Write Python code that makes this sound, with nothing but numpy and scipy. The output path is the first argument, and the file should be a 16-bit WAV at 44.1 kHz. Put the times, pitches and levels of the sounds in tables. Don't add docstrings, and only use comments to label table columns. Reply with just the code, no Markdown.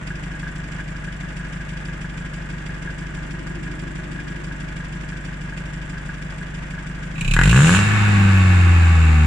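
import sys
import numpy as np
from scipy import signal
from scipy.fft import rfft, irfft, next_fast_len
from scipy.io import wavfile
from scipy.ndimage import map_coordinates

SR = 44100
rng = np.random.default_rng(int(sys.argv[2]) if len(sys.argv) > 2 else 0)


def persist_wave(psi):
    counts = np.round(np.clip(psi, -1, 1) * 32767).astype(np.int16)
    wavfile.write(sys.argv[1], SR, np.atleast_2d(counts).T)


N = 408366


def amp(db):
    return 10 ** (np.asarray(db) / 20)


def unit(x):
    return x / np.sqrt(np.mean(x ** 2) + 1e-20)


def between(x, low, high):
    return np.clip((x - low) / (high - low), 0, 1)


def along(points, hz):
    f, v = np.transpose(points)
    return np.interp(np.log(hz + 1), np.log(f + 1), v)


def wobble(rate, size=4096):
    s = np.linspace(0, N / SR, size)
    curve = map_coordinates(rng.standard_normal(int(N * rate / SR) + 4), [s * rate])
    return np.interp(np.arange(N) / SR, s, curve)


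def filtered(x, response):
    m = next_fast_len(N + SR // 2)
    return irfft(rfft(x, m) * response(np.fft.rfftfreq(m, 1 / SR)), m)[..., :N]


def body(x, spectrum, size=16384):
    cepstrum = irfft(np.log(amp(along(spectrum, np.fft.rfftfreq(size, 1 / SR)))))
    cepstrum[1:size // 2] *= 2
    cepstrum[size // 2 + 1:] = 0
    response = irfft(np.exp(rfft(cepstrum)))
    response = response / np.linalg.norm(response)
    return signal.fftconvolve(np.atleast_2d(x), response[None], axes=1)[:, :N]


# (frequency [Hz], correlation [-1 to 1])
LIKENESS = [(100, 0.66), (250, 0.4), (500, -0.05), (1600, 0.3), (2400, 0), (4000, 0.27), (10000, -0.12)]


def spread(pair):
    turn = lambda hz: np.arccos(np.clip(along(LIKENESS, hz), -1, 1)) / 2
    mid, side = filtered(pair, lambda hz: np.array([np.cos(turn(hz)), np.sin(turn(hz))]))
    return np.array([mid + side, mid - side])


def scatter(x, t60):
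    t = np.arange(SR // 4) / SR
    tail = rng.standard_normal((2, len(t))) * amp(-60 * t / t60)
    return signal.fftconvolve(x[None], tail / np.linalg.norm(tail[0]), axes=1)[:, :N]


def strikes(times, sizes):
    return np.bincount(np.clip(np.round(times * SR).astype(int), 0, N), sizes, N + 1)[:N]


def throttle():
    press_at_s, press_s = 7.0678, .5183
    lift_at_s, close_s = 7.7488, .0998
    t = np.arange(N) / SR
    pedal = between(t, press_at_s, press_at_s + press_s)
    return pedal * np.exp(-np.maximum(t - lift_at_s, 0) / close_s)


IDLE_HZ = 24.72


def flywheel(fuel):
    pull_hz_per_s, coast_s = 181.17, 2.6701
    return IDLE_HZ + signal.lfilter([pull_hz_per_s / SR], [1, -np.exp(-1 / (SR * coast_s))], fuel)


def firings(crank, lag=0):
    k = np.arange(1, int(crank[-1]))
    return np.interp(k + lag, crank, np.arange(N) / SR), k % len(CYLINDERS)


def bursts(crank, lag, fall_db):
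    return unit(amp(-fall_db * ((crank - lag) % 1)))


def impacts(crank, jitter_s, scatter_db, count=28):
    cycles = np.arange(int(crank[-1] / len(CYLINDERS)) + 1)[:, None]
    angles = (np.arange(count) + rng.random(count)) / count
    struck_at = (cycles + angles) * len(CYLINDERS)
    times = np.interp(struck_at, crank, np.arange(N) / SR, left=-1, right=-1)
    signs = rng.choice([-1, 1], count)
    sizes = signs * amp(scatter_db * rng.standard_normal(times.shape)) * (times > 0)
    loose = times + jitter_s * rng.standard_normal(times.shape)
    hits = strikes(loose.ravel(), sizes.ravel())
    return unit(hits / np.sqrt(np.gradient(crank)))


# (puff [dB], pipe ring [dB], injector tick [dB])
CYLINDERS = [(.5, 1, 2.5), (-.5, -4, -6), (0, -1, 4.5), (-.5, 1, -3.5)]
# (frequency [Hz], relative level [dB])
IDLE_PIPE = [(12, -55.5), (25, 4.5), (49, 3), (74, -1), (99, -12), (124, 4), (148, 1), (175, 10),
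             (198, -19.5), (230, -22), (300, -19.5), (350, -19.5), (430, -44), (3000, -110)]
# (multiple of firing rate, rms level [dB])
SILENCER_TONES = [(1.5, -53), (2.75, -53), (6.25, -44), (6.75, -52), (7.25, -45), (7.5, -44), (7.75, -53),
                  (9, -52), (9.5, -51), (10.5, -55), (11, -56), (11.5, -57), (13.5, -57)]
# (frequency [Hz], relative level [dB])
RUMBLE = [(15, -20), (45, 1), (100, -2), (180, 0), (215, -6), (300, -7.5), (500, -40), (3000, -110)]


def idle(crank, idling):
    times, cylinder = firings(crank, lag=-0.016)
    sizes = amp(np.array(CYLINDERS)[cylinder, 0] + .4 * rng.standard_normal(len(times)))
    second_puff = 0.64 * strikes(firings(crank, lag=0.4806)[0], sizes)
    gas = strikes(times, sizes) + second_puff
    puffs = amp(-32.0) * unit(body(gas * idling, IDLE_PIPE))
    tones = sum(amp(db) * np.sin(2 * np.pi * (k * crank + rng.random())) for k, db in SILENCER_TONES)
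    cyclic = .55 * impacts(crank, jitter_s=.0001, scatter_db=1.5)
    random = .7 * spread(rng.standard_normal((2, N)))
    rumble = amp(-42.5) * body(cyclic + random, RUMBLE)
    whine_order, whine_db = 25.5, -57
    whine_level = amp(whine_db + 3 * wobble(rate=8)) * bursts(crank, lag=0, fall_db=5) * idling
    whine = whine_level * np.sin(2 * np.pi * whine_order * crank + .5 * wobble(rate=10))
    return puffs + np.sqrt(2) * idling * tones + rumble + whine


def ticking(times, sizes, rise_s, t60, spectrum, count=24):
    t = np.arange(SR // 8) / SR
    sizzle = amp(-60 * t / t60) * (1 - np.exp(-t / rise_s))
    envelope = signal.fftconvolve(strikes(times, sizes), sizzle)[:N]
    direct = body(envelope * rng.standard_normal(N), spectrum)[0]
    diffuse = body(envelope * rng.standard_normal((2, N)), spectrum)
    return unit(np.array([np.roll(direct, count), direct]) + 0.9 * diffuse)


# (frequency [Hz], relative level [dB])
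IDLE_BLOCK = [(150, -6), (300, -5), (430, -5), (600, -3.5), (780, -8), (1150, -6.5), (1650, -1),
              (2100, -6.5), (2700, -10.5), (3400, -15), (4200, -28), (6500, -25.5), (7500, -23),
              (9300, -34.5), (11500, -45), (15000, -79)]
# (frequency [Hz], relative level [dB])
INJECTOR = [(1000, -25.5), (2200, 15), (3500, 7.5), (4100, -5), (4700, 2.5), (5000, 5.5), (5300, -4.5),
            (5900, 2.5), (6500, -3.5), (7600, 0), (9300, -8.5), (11500, -26.5), (15000, -33)]
# (place [firings into the cycle], relative level [dB])
VALVE_TAPS = [(1.1, -1), (2.1, 1), (2.78, 0)]
# (frequency [Hz], relative level [dB])
VALVE = [(3000, -28), (6400, -6), (7300, 2), (7900, 2.5), (9200, -7.5), (10500, -19), (12000, -25),
         (15000, -49)]


def idle_clatter(crank, idling):
    metal = scatter(impacts(crank, jitter_s=.00008, scatter_db=3.5), t60=0.059)
    metal = metal + 1.1 * rng.standard_normal((2, N))
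    block = amp(-38.0) * unit(body(metal * bursts(crank, lag=0.036, fall_db=1.5), IDLE_BLOCK))
    times, cylinder = firings(crank, lag=0.13)
    sizes = amp(np.array(CYLINDERS)[cylinder, 2] + rng.standard_normal(len(times)))
    sizzle = amp(-44) * ticking(times, sizes, rise_s=.011, t60=.085, spectrum=INJECTOR)
    shut_s = firings(crank, lag=.32)[0]
    shut = amp(-53.5) * ticking(shut_s, sizes, rise_s=.0002, t60=.012, spectrum=INJECTOR)
    place, db = np.transpose(VALVE_TAPS)
    angles = np.arange(0, crank[-1], len(CYLINDERS))[:, None] + place
    tap_s = np.interp(angles, crank, np.arange(N) / SR).ravel()
    tap_sizes = amp(db + rng.standard_normal(angles.shape)).ravel()
    taps = amp(-55.5) * ticking(tap_s, tap_sizes, rise_s=0.0016, t60=0.098, spectrum=VALVE)
    return idling * (spread(block) + sizzle + shut + taps)


# (frequency [Hz], relative level [dB], decay by 60 dB [s])
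STEEL = [(924, -9, 0.093), (1215, -11, 0.086), (1470, -11, 0.046), (1500, -4, 0.087), (1533, -5, 0.31),
         (1647, 4, 0.09), (1673.4, 1.5, 0.05), (1742, -12, 0.16)]


def steel(x, build_s):
    t = np.arange(SR // 4) / SR
    ring = sum(amp(db - 60 * t / t60) * np.sin(2 * np.pi * hz * t) for hz, db, t60 in STEEL)
    ring = ring * (1 - np.exp(-t / build_s))
    return signal.fftconvolve(x, ring / np.abs(ring).max())[:N]


# (time [s], level driving the ring [dB])
KNOCKS = [(0.1047, -26), (0.347, -30), (0.4307, -26), (0.4685, -25), (1.077, -27), (1.8856, -27),
          (2.6933, -29), (2.875, -26.5), (4.19, -27), (4.5121, -28), (4.803, -30), (5.122, -28),
          (5.524, -28), (5.97, -29), (6.0918, -25), (6.414, -29), (6.779, -27)]
# (frequency [Hz], relative level [dB])
SNAP = [(300, -2.5), (800, -2), (1200, 0), (1600, 2), (2100, -4), (3000, -7), (4200, -23), (8000, -44),
        (15000, -42)]


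def pipe_rattle(crank, idling):
    times, cylinder = firings(crank)
    sizes = amp(-35.5 + np.array(CYLINDERS)[cylinder, 1] + 2.4 * rng.standard_normal(len(times)))
    s, db = np.transpose(KNOCKS)
    sizes = sizes * (np.abs(times[:, None] - s).min(1) > .015)
    loose = times + .001 * rng.standard_normal(len(times))
    rebound_s = loose + .012 + 0.00293 * rng.standard_normal(len(times))
    shakes = strikes(loose, sizes) + strikes(rebound_s, 0.79 * sizes)
    ring = steel(shakes * idling + strikes(s, amp(db)), build_s=.0012)
    contact = body(strikes(s, amp(db + 5.5)), SNAP)[0]
    return ring + contact + amp(-9) * scatter(ring + contact, t60=.08)


# (frequency [Hz], relative level [dB])
HUM_BAND = [(150, -21.5), (240, -7), (300, 0.5), (360, -3.5), (430, -25.5), (3000, -110)]


def hum():
    rest_db, swell_db = -51.5, 11.5
    swell_at_s, half_width_s = 3.89, 0.95
    swell = np.exp(-((np.arange(N) / SR - swell_at_s) / half_width_s) ** 2)
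    return amp(rest_db + swell_db * swell) * spread(body(rng.standard_normal((2, N)), HUM_BAND))


def air():
    return amp(-77) * rng.standard_normal((2, N))


def effort(law, speed, fuel):
    racing_hz = 100
    db, octave_db, fuel_db = law
    return amp(db + octave_db * np.log2(speed / racing_hz) + fuel_db * fuel)


# (gain coasting at 100 firings/s [dB], rise with speed [dB per octave], rise at full fuel [dB])
ROAR_LAW = (-22.6, 9, .5)
SINGING_LAW = (-26.8, 10.5, 4)
HISS_LAW = (-39, 7, 15.5)
# (frequency [Hz], relative level [dB])
REV_BLOCK = [(25, -19), (55, 3.5), (170, 10.5), (250, -6), (340, -1), (430, -10.5), (680, -8), (800, -9),
             (1020, -3.5), (1200, -4), (1700, -4), (2500, -2.5), (3200, -18), (4500, -50), (15000, -44)]
# (frequency [Hz], width [Hz], relative level [dB])
HEAD = [(493, 11, -3), (802, 22, -1), (925, 20, -3), (1135, 35, 0), (1271, 16, -1), (1346, 16, -1),
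        (1495, 35, 2), (1550, 20, 2), (1670, 45, 2), (2205, 30, 0), (2535, 30, 1), (2688, 30, 2.5),
        (3550, 24, -7), (3720, 35, -11)]
# (frequency [Hz], relative level [dB])
HISS = [(2000, -3.5), (3800, 3), (4700, -11), (6400, -1), (7300, 9), (7900, 2.5), (8600, -4), (10200, -9.5),
        (12000, -22.5), (15000, -55)]


def rev_clatter(crank, speed, fuel):
    revving = np.maximum(between(speed, IDLE_HZ, IDLE_HZ + 2.7), .08)
    metal = scatter(impacts(crank, jitter_s=.00007, scatter_db=2), t60=.06)
    metal = metal + .85 * rng.standard_normal((2, N))
    drive = unit(metal) * bursts(crank, lag=0.013, fall_db=5.0)
    roar = effort(ROAR_LAW, speed, fuel) * body(drive, REV_BLOCK)

    def castings(f):
        modes = sum(amp(db) * 1j * f * w / (hz * hz - f * f + 1j * f * w) for hz, w, db in HEAD)
        return modes / (1 + (f / 6330) ** 4)

    shaking = rng.standard_normal((2, N)) * bursts(crank, lag=0.017, fall_db=3)
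    singing = effort(SINGING_LAW, speed, fuel) * unit(filtered(shaking, castings))
    gusts = rng.standard_normal((2, N)) * bursts(crank, lag=0.012, fall_db=4.5)
    hiss = effort(HISS_LAW, speed, fuel) * body(gusts, HISS)
    return revving * spread(roar + singing + hiss)


# (frequency [Hz], relative level [dB])
OPEN_PIPE = [(20, -37), (60, -21), (95, -2.5), (125, 7), (150, 5), (190, 0), (240, -18), (350, -23),
             (520, -22), (800, -40.5), (5000, -100)]
# (firing rate [Hz], rms level [dB])
SURGE = [(26, -33), (33, -10.5), (46, -13), (58, -14.5), (72, -27), (85, -49)]
# (firing rate [Hz], rms level [dB])
DRONE = [(45, -77), (72, -13), (86, -11), (98, -13), (105, -16)]
# (tone frequency [Hz], rms level [dB])
DRONE_OVERTONES = [(110, -77), (148, -19), (168, -32), (198, -19), (210, -28.5), (228, -30), (250, -52),
                   (320, -54)]


def exhaust(crank, speed, fuel):
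    boom_db, boom_power = -11, 1.9
    silencer_delay_s = .0155
    times, _ = firings(crank)
    uneven = times + .0002 * rng.standard_normal(len(times))
    pulses = strikes(uneven, amp(rng.standard_normal(len(times)))) / np.sqrt(np.gradient(crank))
    churn = .12 * rng.standard_normal(N) * bursts(crank, lag=0, fall_db=8)
    boom = amp(boom_db) * fuel ** boom_power * body(churn + pulses, OPEN_PIPE)
    angle = 2 * np.pi * crank
    surge = fuel * amp(along(SURGE, speed)) * np.cos(angle - 2 * np.pi * speed * silencer_delay_s)
    drone = (1 - fuel) * amp(along(DRONE, speed)) * np.cos(angle + np.pi / 3)
    overtones = sum(amp(along(DRONE_OVERTONES, k * speed)) * np.sin(k * angle) for k in (2, 3))
    return boom + np.sqrt(2) * (surge + drone + (1 - fuel) * overtones)


# (frequency [Hz], relative level [dB])
BILLOW = [(12, -17), (25, -8), (45, -6), (70, -9), (200, -55), (3000, -110)]


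def billow(speed):
    gusts = amp(-34.5 + 3 * wobble(rate=7))
    return between(speed, IDLE_HZ, 70) * gusts * body(rng.standard_normal(N), BILLOW)


# (time [s], bright snap [dB], ring [dB], ring pitch [Hz])
PINGS = [(7.1563, -50, -36, 2480), (7.1790, -48, -33, 2480), (7.2097, -25, -25, 2480),
         (7.2465, -31, -25, 2480), (7.2775, -27, -24, 2480), (7.3105, -23, -21, 2480),
         (7.3369, -18, -25, 2650), (7.3633, -27, -31, 2650), (7.3893, -27, -30, 2650),
         (7.412, -28, -29, 2650), (7.4345, -19, -24, 2680), (7.4551, -24, -29, 2680),
         (7.4746, -25, -28, 2680), (7.4935, -23, -20, 2680), (7.511, -21, -22, 2680),
         (7.562, -23, -23, 2700), (7.668, -24, -24, 2700), (7.751, -27, -22, 2660), (7.761, -26, -22, 2660)]
# (frequency [Hz], relative level [dB])
PING_SNAP = [(1200, -37), (2000, -10), (2450, 10), (2850, -6), (3200, -5.5), (3850, -0.5), (4500, -13.5),
             (6500, -9), (7300, 1), (8200, -9), (10000, -15), (15000, -38)]
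# (ratio to its pitch, relative level [dB])
PING_MODES = [(.925, 1), (1, 3), (1.12, -4), (1.5, -9)]


def pings():
    sharp, sag_s, ring_t60 = .09, .011, .075
    t = np.arange(SR // 6) / SR
    s, snap_db, _, _ = np.transpose(PINGS)
    envelope = signal.fftconvolve(strikes(s, amp(snap_db)), amp(-60 * t / .055))[:N]
    snaps = body(envelope * rng.standard_normal((2, N)), PING_SNAP)
    glide = np.cumsum(1 + sharp * np.exp(-t / sag_s)) / SR
    rings = np.zeros((2, N))
    for start, _, ring_db, hz in PINGS:
        for ratio, db in PING_MODES:
            drift = 0.073 * np.cumsum(rng.standard_normal((2, len(t))), axis=1)
            phase = 2 * np.pi * rng.random((2, 1)) + drift
            level = amp(ring_db + db - 60 * t / ring_t60) * (1 - np.exp(-t / 0.0015))
            tone = level * np.sin(2 * np.pi * ratio * hz * glide + phase)
            rings[:, round(start * SR):][:, :len(t)] += tone
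    return spread(snaps + rings)


# (frequency [Hz], relative level [dB])
PANELS = [(50, -3), (140, -2), (180, 4), (260, 1), (340, 7), (430, -6), (490, -2), (660, -9), (800, 7),
          (900, -6), (1030, -5), (1150, 6), (1350, -1), (1550, 6), (2500, -5)]


def order_tones(crank, speed, fuel, count=20):
    racing = between(speed, 32, 65) * (1 - 0.43 * fuel)
    whole = [(k, -45.5) for k in range(3, count)]
    quarters = [(k / 4, -37 - 5 * np.log2(k / 4)) for k in range(3, 16) if k % 4]
    tones = np.zeros((2, N))
    for multiple, db in whole + quarters:
        phase = 2 * np.pi * (multiple * crank + rng.random())
        apart = np.array([[.5], [-.5]]) * min(multiple / 8, 1) * rng.standard_normal()
        level = amp(db + along(PANELS, multiple * speed) + 3 * wobble(rate=12))
        tones += level * np.sin(phase + apart)
    return racing * tones


# (time [s], level before the snap and ring gains [dB])
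CRACKS = [(7.3385, -17), (7.3655, -7.5), (7.3905, -4), (7.414, -5), (7.4575, -13), (7.476, -15),
          (7.5295, -5.5), (7.545, -9), (7.561, -6), (7.576, -5), (7.5908, -6), (7.605, -8), (7.6192, -12),
          (7.6455, -7), (7.682, -10), (7.6938, -2), (7.705, -9), (7.727, -7), (7.7385, -10), (7.748, -5),
          (7.769, -9), (7.79, -6)]
# (frequency [Hz], relative level [dB])
RASP = [(600, -23), (900, -6.5), (1100, -14), (1330, -5), (1530, 4), (1700, -9), (2000, 3), (2300, -22),
        (4000, -38), (15000, -68)]


def cracks(crank, speed, fuel):
    front_db, front_power = -32, 5
    ground_s, ground_share = .00072, .65
    shudder_hz, shudder_db, shudder_fall_db = 39.7, 1, 15
    times, _ = firings(crank, lag=0.017)
    s, db = np.transpose(CRACKS)
    plain = np.abs(times[:, None] - s).min(1) > .005
    sizes = plain * amp(2 * rng.standard_normal(len(times)))
    pulses = strikes(times, sizes) / np.sqrt(np.gradient(crank))
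    fronts = amp(front_db) * fuel ** front_power * pulses
    hardest = strikes(s, amp(db))
    snap = body(fronts + amp(9.5) * hardest, SNAP)[0]
    snap = snap + ground_share * np.roll(snap, round(ground_s * SR))
    blows = hardest * amp(shudder_db - shudder_fall_db * np.abs(np.log2(speed / shudder_hz)))
    fade = signal.fftconvolve(blows, amp(-60 * np.arange(SR // 8) / SR / 0.24))[:N]
    rasp = amp(-17.5) * spread(body(fade * rng.standard_normal((2, N)), RASP))
    echo = amp(-12) * spread(scatter(snap, t60=.04))
    return snap + echo + rasp + amp(-7) * steel(blows, build_s=0.0007)


# (time [s], level [dB])
LIGHT_TICKS = [(8.377, -41), (8.572, -49)]
# (frequency [Hz], relative level [dB])
LIGHT_TICK = [(2000, -30), (6000, 0), (11000, -3), (15000, -8)]


def light_ticks():
    s, db = np.transpose(LIGHT_TICKS)
    decay = amp(-60 * np.arange(SR // 8) / SR / .05)
    envelope = signal.fftconvolve(strikes(s, amp(db)), decay)[:N]
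    return body(envelope * rng.standard_normal(N), LIGHT_TICK)


def scene():
    fuel = throttle()
    speed = flywheel(fuel)
    crank = .45 + np.cumsum(speed) / SR
    idling = np.maximum(1 - between(speed, 23.6, 41.0), .03)
    ticking_over = idle(crank, idling) + idle_clatter(crank, idling) + pipe_rattle(crank, idling)
    background = hum() + air()
    racing = sum(source(crank, speed, fuel) for source in (rev_clatter, exhaust, order_tones, cracks))
    return ticking_over + background + racing + billow(speed) + pings() + light_ticks()


# (frequency [Hz], left minus right [dB])
BALANCE = [(150, 0.2), (500, 2), (1200, -.5), (2000, 4), (2700, -5.5), (3600, 0), (4700, -9), (7400, -1),
           (10000, -8.5)]


def record(dry):
    top_hz = 15500
    sides = np.array([[.5], [-.5]])
    return filtered(dry, lambda hz: amp(sides * along(BALANCE, hz)) * (hz < top_hz))


dry = scene()
out = record(dry)
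persist_wave(out)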